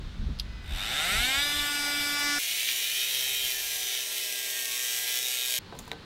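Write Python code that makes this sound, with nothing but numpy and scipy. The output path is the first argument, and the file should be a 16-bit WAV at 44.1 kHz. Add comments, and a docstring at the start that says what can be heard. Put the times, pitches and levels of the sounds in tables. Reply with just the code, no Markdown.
"""Cutting up a copper tank in a garden

Three scenes play one after another. First an oscillating multi-tool clicks on, runs up and buzzes as its
strokes strike the shell. The scene then changes abruptly to an angle grinder rasping at the rim and driving the
tank's modes into screeches; then it changes again to tin snips that knock on the pan, click and snap through
the sheet. A breeze bumps the microphone, and the garden hisses softly behind the multi-tool and the snips."""
import sys
import numpy as np
from scipy import signal
from scipy.fft import rfft, irfft, next_fast_len
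from scipy.io import wavfile
from scipy.ndimage import uniform_filter1d, map_coordinates

SR = 44100
rng = np.random.default_rng(int(sys.argv[2]) if len(sys.argv) > 2 else 0)


def wav_out(sig):
    """Save sig, one row per channel (or a flat mono array), as 16-bit PCM at SR to the path in sys.argv[1]."""
    wavfile.write(sys.argv[1], SR, np.round(np.clip(np.atleast_2d(sig).T, -1, 1) * 32767).astype(np.int16))


N = 266805
TIME = np.arange(N) / SR
GRINDER_START_S, SNIPS_START_S = 2.387, 5.588

# effect of leaning on the multi-tool (harmonic number, gain [dB])
LEAN_GAINS = [(1, 4.5), (5, 3), (7, 6.5), (9, -4), (12, -5), (14, 4), (17, 3), (24, 5.5)]


def multi_tool():
    """Periodic impact: strokes on the shell chatter loosely, then buzz louder and cleaner with speed."""
    # run-up to a steady speed (time [s], stroke rate [Hz])
    stroke_rates = [(0.62, 47.2), (0.686, 63.7), (0.726, 74.0), (0.884, 116.5), (0.98, 147.3),
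                    (1.042, 165.2), (1.2, 234.3), (1.27, 256.6), (1.41, 286.6), (1.45, 290.0),
                    (1.544, 291.9), (1.794, 289.4), (2.3, 289.6)]
    # spectra of the shell's chatter and of the scratching (frequency [Hz], level [dB])
    shell_spectrum = [(250, -50), (450, -37), (620, -11), (760, -2), (1050, -26), (1380, -8), (2150, -4.5),
                      (2950, -2), (3600, -10), (4300, -7.5), (6000, -16), (7500, -20), (10000, -45),
                      (15000, -120)]
    scratch_spectrum = [(3240, -2.5), (5500, -2), (5700, -1), (5770, 1), (6280, -4), (6650, -7), (7830, 3),
                        (8710, 0), (10900, -6.5), (12000, 2), (13700, -15), (15100, -9), (15800, -16)]
    # modes of the tool's steel plate (frequency [Hz], width [Hz], level [dB])
    plate_modes = [(2950, 400, -10), (3650, 480, 9)]
    # the plate skids and rings out (time [s], half-length [s], gain [dB])
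    skids = [(1.41, 0.033, 6), (1.593, 0.012, 11.5)]
    full_speed_hz = 289.6
    speed, = curves(stroke_rates)
    turns = np.cumsum(speed) / SR
    pace = speed / full_speed_hz
    slack = np.abs(1 - pace) ** 3
    settled = ramp([1.32, 1.63])  # the plate comes to lie flat, which quietens it
    lean = ramp([2.016, 2.28])  # the hand presses harder
    chatter_share = np.clip(1 - 0.69 * pace ** 1.1, 0, 1)
    buzz = shell_buzz(speed, turns, settled, lean)
    apart_db = 14 * (1 - pace)  # slow strokes stand apart as taps; fast ones run together
    blows = contact(turns, apart_db - 3, scatter_db=-0.5)
    blows *= rubbing(turns, memory=4.7, loose=0.56, size=140)
    shell = np.sqrt(1 - chatter_share) * buzz + np.sqrt(chatter_share) * coloured(blows, shell_spectrum)
    plate = resonant(resonant(blows, plate_modes), plate_modes)
    friction = contact(turns, apart_db - 0.5, scatter_db=1)
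    friction *= rubbing(turns, memory=21, loose=0.39 + 0.5 * (1 - pace), size=140)
    scratch = coloured(friction, scratch_spectrum)
    hum = np.sqrt(2) * np.sin(2 * np.pi * turns) * pace ** 3
    skid_db = sum(db * swell(s, half) for s, half, db in skids)
    sound = (amp(-47.5 + LEAN_GAINS[0][1] * lean) * hum
             + amp(-27 - 45.5 * slack - 3 * settled) * shell
             + amp(-35.5 - 35 * slack - 6.5 * settled - 2 * lean + skid_db) * plate
             + amp(-34 - 43 * slack) * scratch)
    return sound * ramp([0.6, 0.75]) * gate(0, GRINDER_START_S)


def shell_buzz(speed, turns, settled, lean):
    """Forced vibration: stroke harmonics sweep through the shell's peaks, then settle; grip sways them."""
    # stroke spectra, running up and at full speed (harmonic number, level [dB])
    run_up_harmonics = [(1, -12), (2, -17), (3, -10), (4, -3), (5, -13), (6, -2), (7, -2), (8, -5), (9, 3),
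                        (10, -2), (11, -6), (12, 0.5), (13, -0.5), (14, -3), (15, -8), (16, -18),
                        (17, -4.5), (18, -12), (19, -12), (20, -12)]
    steady_harmonics = [(1, -7), (2, -31), (3, -16), (4, -0.5), (5, 7.5), (6, 3), (7, 1), (8, 4.5),
                        (9, -21.5), (10, 3), (11, 1.5), (12, 5.5), (13, -5), (14, -2.5), (15, -9), (16, -4),
                        (17, 5), (18, -4), (19, 1), (20, -30), (21, -6), (22, -10), (23, -22), (24, -9)]
    # resonance peaks of the shell (frequency [Hz], gain [dB])
    shell_response = [(450, -15), (610, -16), (700, -3), (820, -12), (1050, -8), (1220, -6), (1340, 9.5),
                      (1480, 0), (1650, 1.5), (1850, -3), (2100, 6), (2600, -7), (3100, -1), (3400, -8),
                      (3780, 5.5), (4600, -5)]
    buzz, power = 0, 0
    for k, steady_db in steady_harmonics[1:]:
        resonance_db = np.interp(k * speed, *np.transpose(shell_response))
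        rising_db = np.interp(k, *np.transpose(run_up_harmonics)) + resonance_db + 2 * wobble(25.2)
        size = amp((1 - settled) * rising_db + settled * steady_db + 2 * wobble(6.98))
        leaning = amp(lean * np.interp(k, *np.transpose(LEAN_GAINS)))
        phase = 2 * np.pi * (k * turns + rng.random()) + 0.012 * k * wobble(60)
        buzz += leaning * size * np.sin(phase)
        power += size ** 2 / 2
    return buzz / np.sqrt(power)


def grinder():
    """Modulated abrasion: the disc runs slightly out of true and bites the rim once a turn."""
    # speed of the disc (time [s], rotation rate [Hz])
    disc_rates = [(2.42, 114.8), (2.48, 114.7), (2.6, 118.9), (2.67, 122.2), (2.78, 122.2), (2.85, 125.4),
                  (2.93, 127.6), (3.2, 129.8), (3.34, 129.3), (3.74, 124.7), (4.0, 126.0), (4.74, 122.8),
                  (5.21, 125.6), (5.38, 125.8), (5.58, 124.0)]
    # spectra of the rim's rasp and the grit's hiss (frequency [Hz], level [dB])
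    rim_spectrum = [(590, -64), (1000, -32), (1050, -74), (1080, -39), (1200, -41), (1340, -12),
                    (1470, -22), (1620, -6.5), (2430, 4), (2750, 1), (3040, 4.5), (3870, 2.5), (5000, -8),
                    (6500, -30), (11000, -120)]
    grit_spectrum = [(2710, -20), (4600, -9.5), (5040, -11.5), (5440, 0.5), (5730, 1.5), (6510, -1.5),
                     (7100, -3.5), (9410, -3.5), (10300, -7.5), (11000, -1), (12000, -3.5), (13000, -2.5),
                     (15600, -5.5)]
    # the disc snags on the rim (time [s], half-length [s], rasp gain [dB])
    snags = [(2.59, 0.024, 2), (2.698, .025, 4.5)]
    speed, = curves(disc_rates)
    turns = np.cumsum(speed) / SR
    cutting_s = TIME - GRINDER_START_S
    screech_db, focus_hz = disc_binding()
    snag_db = sum(db * swell(s, half) for s, half, db in snags)
    deep = ramp([4.5, 5.5])  # deep in its groove the disc bites harder and repeats more exactly
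    cut = contact(turns, 1.5 + 3.4 * deep, scatter_db=1.5)
    cut *= rubbing(turns, memory=35, loose=0.53 - 0.064 * deep, size=320)
    # rasp and hiss fade as the groove deepens
    rasp_db = -34.5 - 1.2 * cutting_s + 0.06 * screech_db + snag_db + 0.75 * wobble(12)
    hiss_db = -33 - 0.42 * cutting_s + 0.086 * screech_db + 0.8 * wobble(12)
    rasp = amp(rasp_db) * coloured(cut, rim_spectrum)
    hiss = amp(hiss_db) * coloured(cut, grit_spectrum)
    ring = tank_ring(speed, turns, cutting_s, screech_db, focus_hz)
    ring *= contact(turns, 1 + 4 * deep, scatter_db=0.5)
    return (rasp + ring + hiss + grinder_motor(turns)) * gate(GRINDER_START_S, SNIPS_START_S)


def disc_binding():
    """Friction squeal: the gain [dB] and focus [Hz] of the tank's screech while the disc binds."""
    # spells of binding (start [s], end [s], gain [dB], focus [Hz])
    spells = [(2.4, 3.0, 15, 3270), (2.982, 3.52, 17, 3600), (4.802, 5.2, 12.5, 2680),
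              (5.2, 5.65, 13.5, 3600)]
    onset_s = 0.087
    fade = np.array([-0.5, 0.5]) * onset_s
    screech_db = sum(db * (ramp(start + fade) - ramp(end + fade)) for start, end, db, _ in spells)
    focus_hz, = curves([(s, hz) for start, end, _, hz in spells for s in (start + fade[1], end + fade[0])])
    return screech_db, focus_hz


def tank_ring(speed, turns, cutting_s, screech_db, focus_hz):
    """Modal response: a screech lifts the wall modes near its focus and weakens those of the dome."""
    # modes of the wall, the broadest panel and the cut edge (frequency [Hz], width [Hz], level [dB])
    wall_modes = [(2320, 25, -11), (2510, 21, -14), (3030, 230, -2.5), (3218, 62, -3), (3390, 65, -5),
                  (3650, 42, -9), (3755, 96, -1.5), (3867, 60, -4), (3950, 83, -7)]
    dome_modes = [(1105, 13, -11.5), (1615, 27, -2.5), (1773, 17, 0.5), (1848, 14, -1.5), (1990, 23, -2.5)]
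    edge_modes = [(5540, 70, -9), (6550, 64, 1.5), (7990, 130, -1), (8300, 55, -1), (11100, 160, -13),
                  (12950, 160, -4)]
    loss_db_per_octave = 15
    focused_modes = [(hz, width, db - loss_db_per_octave * np.abs(np.log2(hz / focus_hz)))
                     for hz, width, db in wall_modes]
    dome = amp(-43 - 0.27 * screech_db) * ringing(dome_modes, speed, turns)
    wall = amp(-50 + screech_db) * ringing(focused_modes, speed, turns)
    edge = amp(-53 + 3 * cutting_s) * ringing(edge_modes, speed, turns)  # grows as the slot lengthens
    return dome + wall + edge


def ringing(modes, speed, turns):
    """Resonance: a mode sings whenever a harmonic of the disc's rotation drifts through it."""
    ring = 0
    for hz, width, db in modes:
        sway = amp(db + 1.6 * wobble(16))
        slip = 0.36 * wobble(50)
        nearest = round(hz / np.median(speed))
        for k in (nearest - 1, nearest):
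            detuning = 2 * (k * speed - hz) / width
            ring += sway / (1 + detuning ** 2) * np.sin(2 * np.pi * (k * turns + rng.random()) + slip)
    return ring


def grinder_motor(turns):
    """Rotating machinery: gear tones locked to the disc's turn sound over the rush of the cooling fan."""
    # fan noise (frequency [Hz], level [dB])
    fan_spectrum = [(120, -54), (200, -20), (252, -7), (338, -9), (375, -3), (408, 9), (439, -6),
                    (470, 2.5), (540, 1), (660, 8), (850, -1), (1200, -5.5), (1560, -35), (2640, -120)]
    # tones of the disc and gears (multiple of the rotation rate, level [dB])
    gear_orders = [(1, -23), (2, -15.5), (3, -4), (3.6, -2), (4, -10), (6, -7), (8, -12.5), (9, -22),
                   (11, -6.5)]
    fan = coloured(rubbing(turns, memory=6.9, loose=0.63, size=320), fan_spectrum)
    gears = sum(amp(db + 0.67 * wobble(3.97)) * np.sin(2 * np.pi * k * turns) for k, db in gear_orders)
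    return amp(-60.5 + 5 * ramp([2.93, 3.25])) * (fan + gears)


def snips():
    """Impact and free decay: blades click, jaws snap, and the jolted pan thuds, damped by the grass."""
    # jolts (time [s], blade click [dB], jaw snap [dB], pan knock [dB])
    jolts = [(5.7253, -77, -62, -34), (5.751, -59, -58, -46), (5.789, -36.5, -56, -65),
             (5.793, -39, -56, -46), (5.849, -57, -70, -72), (5.8783, -47, -60, -42),
             (5.916, -44, -23, -34), (5.931, -55, -43, -43)]
    # spectra of the blades, the jaws and the pan's dull body (frequency [Hz], level [dB])
    blade_spectrum = [(1470, -34), (2500, -10), (3340, -24), (3640, 3), (3960, -15), (7250, -2), (7890, -9),
                      (15600, -12)]
    jaw_spectrum = [(180, -37), (300, -7), (769, -7), (1380, -16), (1970, 2.5), (3130, -13), (3550, -5),
                    (3830, 9.5), (4610, -20), (5720, -15), (6180, -26), (7670, -31), (12000, -35),
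                    (15600, -61), (22000, -120)]
    thud_spectrum = [(180, -36), (300, -6), (985, 1), (1300, -20), (1470, -22), (1820, -16), (1970, -32),
                     (2500, -34), (3250, -64), (5500, -120)]
    # modes of the pan (frequency [Hz], level [dB], t60 [s])
    pan_modes = [(458, -6, 0.23), (730, -6, 0.075), (1000, 0, 0.018), (1210, -6, 0.016), (1540, -14, 0.38),
                 (3850, -12, .05)]
    thud_db, ring_db = -6.5, -3  # relative to the knock
    blade, jaw, thud, pan = np.zeros((4, N))
    for s, blade_db, jaw_db, knock_db in jolts:
        blade += amp(blade_db) * (dying(s, t60=0.014) + amp(-18) * dying(s, t60=0.11))
        jaw += amp(jaw_db) * (dying(s, t60=0.012) + amp(-21) * dying(s, t60=0.09))
        thud += amp(knock_db + thud_db) * dying(s, t60=0.12)
        t = TIME[:N - round(s * SR)]
        for hz, db, t60 in pan_modes:
            strength = amp(knock_db + ring_db + db + rng.standard_normal())
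            pan[-len(t):] += strength * np.exp(-np.log(1000) * t / t60) * np.sin(2 * np.pi * hz * t)
    blade += amp(-64.5 + 2.3 * wobble(180)) * gate(5.75, 5.93)  # shearing through the sheet
    return blade * noise(blade_spectrum) + jaw * noise(jaw_spectrum) + thud * noise(thud_spectrum) + pan


def switch_on():
    """Impact and electrical hum: the multi-tool's switch snaps over and its stalled motor whines."""
    # slide, catch and rattle (time [s], level [dB], t60 [s])
    clicks = [(0.388, -40, .04), (0.3976, -23.5, 0.022), (0.404, -47, 0.11)]
    # spectrum of the switch (frequency [Hz], level [dB])
    switch_spectrum = [(880, -62), (1500, -32), (2860, -2), (3690, 3.5), (4240, 0), (4810, 4.5),
                       (7410, -24), (10600, -12), (13300, -20), (15600, -33)]
    # tones of the motor's chopped supply (frequency [Hz], level [dB])
    supply_tones = [(1502, -62.5), (2003, -59.5), (2503, -63), (3004, -67), (5012, -66)]
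    click = sum(amp(db) * dying(s, t60) for s, db, t60 in clicks) * noise(switch_spectrum)
    whine = sum(amp(db) * np.sqrt(2) * np.sin(2 * np.pi * hz * TIME) for hz, db in supply_tones)
    return click + whine * np.interp(TIME, [0.44, 0.5, 0.7, 0.9], [0, 1, 1, 0])


def outdoors():
    """Turbulence: breeze and gusts rumble and flutter on the microphone over the garden's soft hiss."""
    # spells of breeze (start [s], end [s], rumble [dB], flutter [dB], rumble decay [dB/s])
    breezes = [(0, 2.387, -41, -49, 11.5), (2.387, 6.2, -76, -79, 2), (5.588, 6.1, -59, -53, 0)]
    # gusts (time [s], half-length [s], rumble [dB], flutter [dB])
    gusts = [(0.066, 0.035, -38, -55), (0.222, 0.033, -25.5, -39), (0.293, 0.03, -28.5, -34.5),
             (0.51, 0.22, -38.5, -48), (0.726, 0.049, -30.5, -44), (1.184, 0.044, -31, -44),
             (1.39, 0.017, -39, -58), (1.604, 0.049, -40, -60), (3.453, 0.022, -50, -55),
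             (3.55, 0.4, -61.5, -71), (4.71, .03, -59, -68)]
    # spectra of the wind and of the garden air, early and late (frequency [Hz], level [dB])
    rumble_spectrum = [(10, -35), (22, -3), (38, 4), (70, -1), (110, -14.5), (220, -42), (500, -120)]
    flutter_spectrum = [(50, -10), (90, -2), (150, -2.5), (220, -5.5), (320, -19.5), (700, -33.5),
                        (1500, -120)]
    early_spectrum = [(150, -19), (300, -5.5), (450, -12), (800, -14), (1500, -12), (2600, -16),
                      (3800, -12), (5000, -20), (7000, -28.5), (10000, -36.5), (15800, -44)]
    late_spectrum = [(100, -27), (170, -13.5), (399, -17.5), (561, -20), (692, -27), (732, -24), (868, -20),
                     (1480, -23.5), (1590, -24), (1820, -24), (2160, -26.5), (4350, -24), (5670, -36.5),
                     (15800, -55)]
    rumble, flutter = np.zeros((2, N))
    for start, end, rumble_db, flutter_db, decay in breezes:
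        flow = gate(start, end) * amp(2.9 * wobble(8))
        lull_db = decay * (TIME - start)
        rumble += amp(rumble_db - lull_db) * flow
        flutter += amp(flutter_db - 0.34 * lull_db) * flow
    for s, half, rumble_db, flutter_db in gusts:
        rumble = np.hypot(rumble, amp(rumble_db) * swell(s, half))
        flutter = np.hypot(flutter, amp(flutter_db) * swell(s, half))
    early_air = amp(-51.5) * noise(early_spectrum) * gate(0, GRINDER_START_S)
    late_air = amp(-49.5) * noise(late_spectrum) * gate(SNIPS_START_S, np.inf)
    return rumble * noise(rumble_spectrum) + flutter * noise(flutter_spectrum) + early_air + late_air


def contact(turns, bite_db, scatter_db):
    """Contact force: one pulse a cycle, each of its own strength."""
    strength = rng.standard_normal(N)[turns.astype(int)]
    return unit(amp((bite_db + scatter_db * strength) * np.sin(np.pi * turns) ** 4))


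def rubbing(turns, memory, loose, size):
    """Cyclic friction: an edge of size bumps wears over memory cycles; a loose share never repeats."""
    retention = np.exp(-1 / memory)
    roughness = rng.standard_normal((int(turns[-1]) + 2, size))
    edge = signal.lfilter([1], [1, -retention], roughness, axis=0)
    repeating = unit(map_coordinates(edge.ravel(), [turns * size]))
    loose = np.clip(loose, 0, 1)
    return np.sqrt(1 - loose) * repeating + np.sqrt(loose) * rng.standard_normal(N)


def resonant(x, modes):
    """Parallel resonators (frequency [Hz], width [Hz], level [dB]) driven by x, at rms 1."""
    def response(f):
        return sum(amp(db) * 1j * f * width / (hz * hz - f * f + 1j * f * width) for hz, width, db in modes)
    return unit(filtered(x, response))


def filtered(x, response):
    """Linear filtering: the spectrum of x times a frequency response."""
    size = next_fast_len(N + SR // 4)
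    return irfft(rfft(x, size) * response(np.fft.rfftfreq(size, 1 / SR)), size)[:N]


def coloured(x, spectrum):
    """Spectral shaping of x by (frequency [Hz], level [dB]) points, at rms 1."""
    f, db = np.transpose(spectrum)
    return unit(filtered(x, lambda hz: amp(np.interp(np.log(hz + 1), np.log(f + 1), db))))


def noise(spectrum):
    """Coloured noise of rms 1."""
    return coloured(rng.standard_normal(N), spectrum)


def amp(db):
    """Decibels to gain."""
    return 10 ** (np.asarray(db) / 20)


def unit(x):
    """Scale to rms 1."""
    return x / np.sqrt(np.mean(x ** 2) + 1e-20)


def curves(rows):
    """Linear interpolation of each column after the time."""
    times, *columns = np.transpose(rows)
    return [np.interp(TIME, times, column) for column in columns]


def wobble(rate):
    """A smooth random curve, rate knots a second."""
    return map_coordinates(rng.standard_normal(int(N * rate / SR) + 4), [TIME * rate], order=2)


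def gate(start, end):
    """1 from start to end [s], 0 outside, with smoothed edges."""
    return uniform_filter1d(1. * ((TIME >= start) & (TIME < end)), size=64)


def dying(s, t60):
    """Exponential decay from time s, falling 60 dB in t60."""
    return (TIME >= s) * np.exp(-np.log(1000) * np.maximum(TIME - s, 0) / t60)


def swell(s, half):
    """A Gaussian bell of height 1 around time s."""
    return np.exp(-((TIME - s) / half) ** 2)


def ramp(span):
    """0 before the span [s], 1 after it."""
    return np.interp(TIME, span, [0, 1])


def scene():
    """Superposition: all the sources add at one microphone."""
    return (switch_on() + multi_tool() + grinder() + snips() + outdoors())[None]


def record(dry):
    """Band limiting: an ideal low-pass removes the highest treble."""
    cutoff_hz = 15760
    return filtered(dry[0], lambda hz: hz < cutoff_hz)[None]


dry = scene()
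out = record(dry)
wav_out(out)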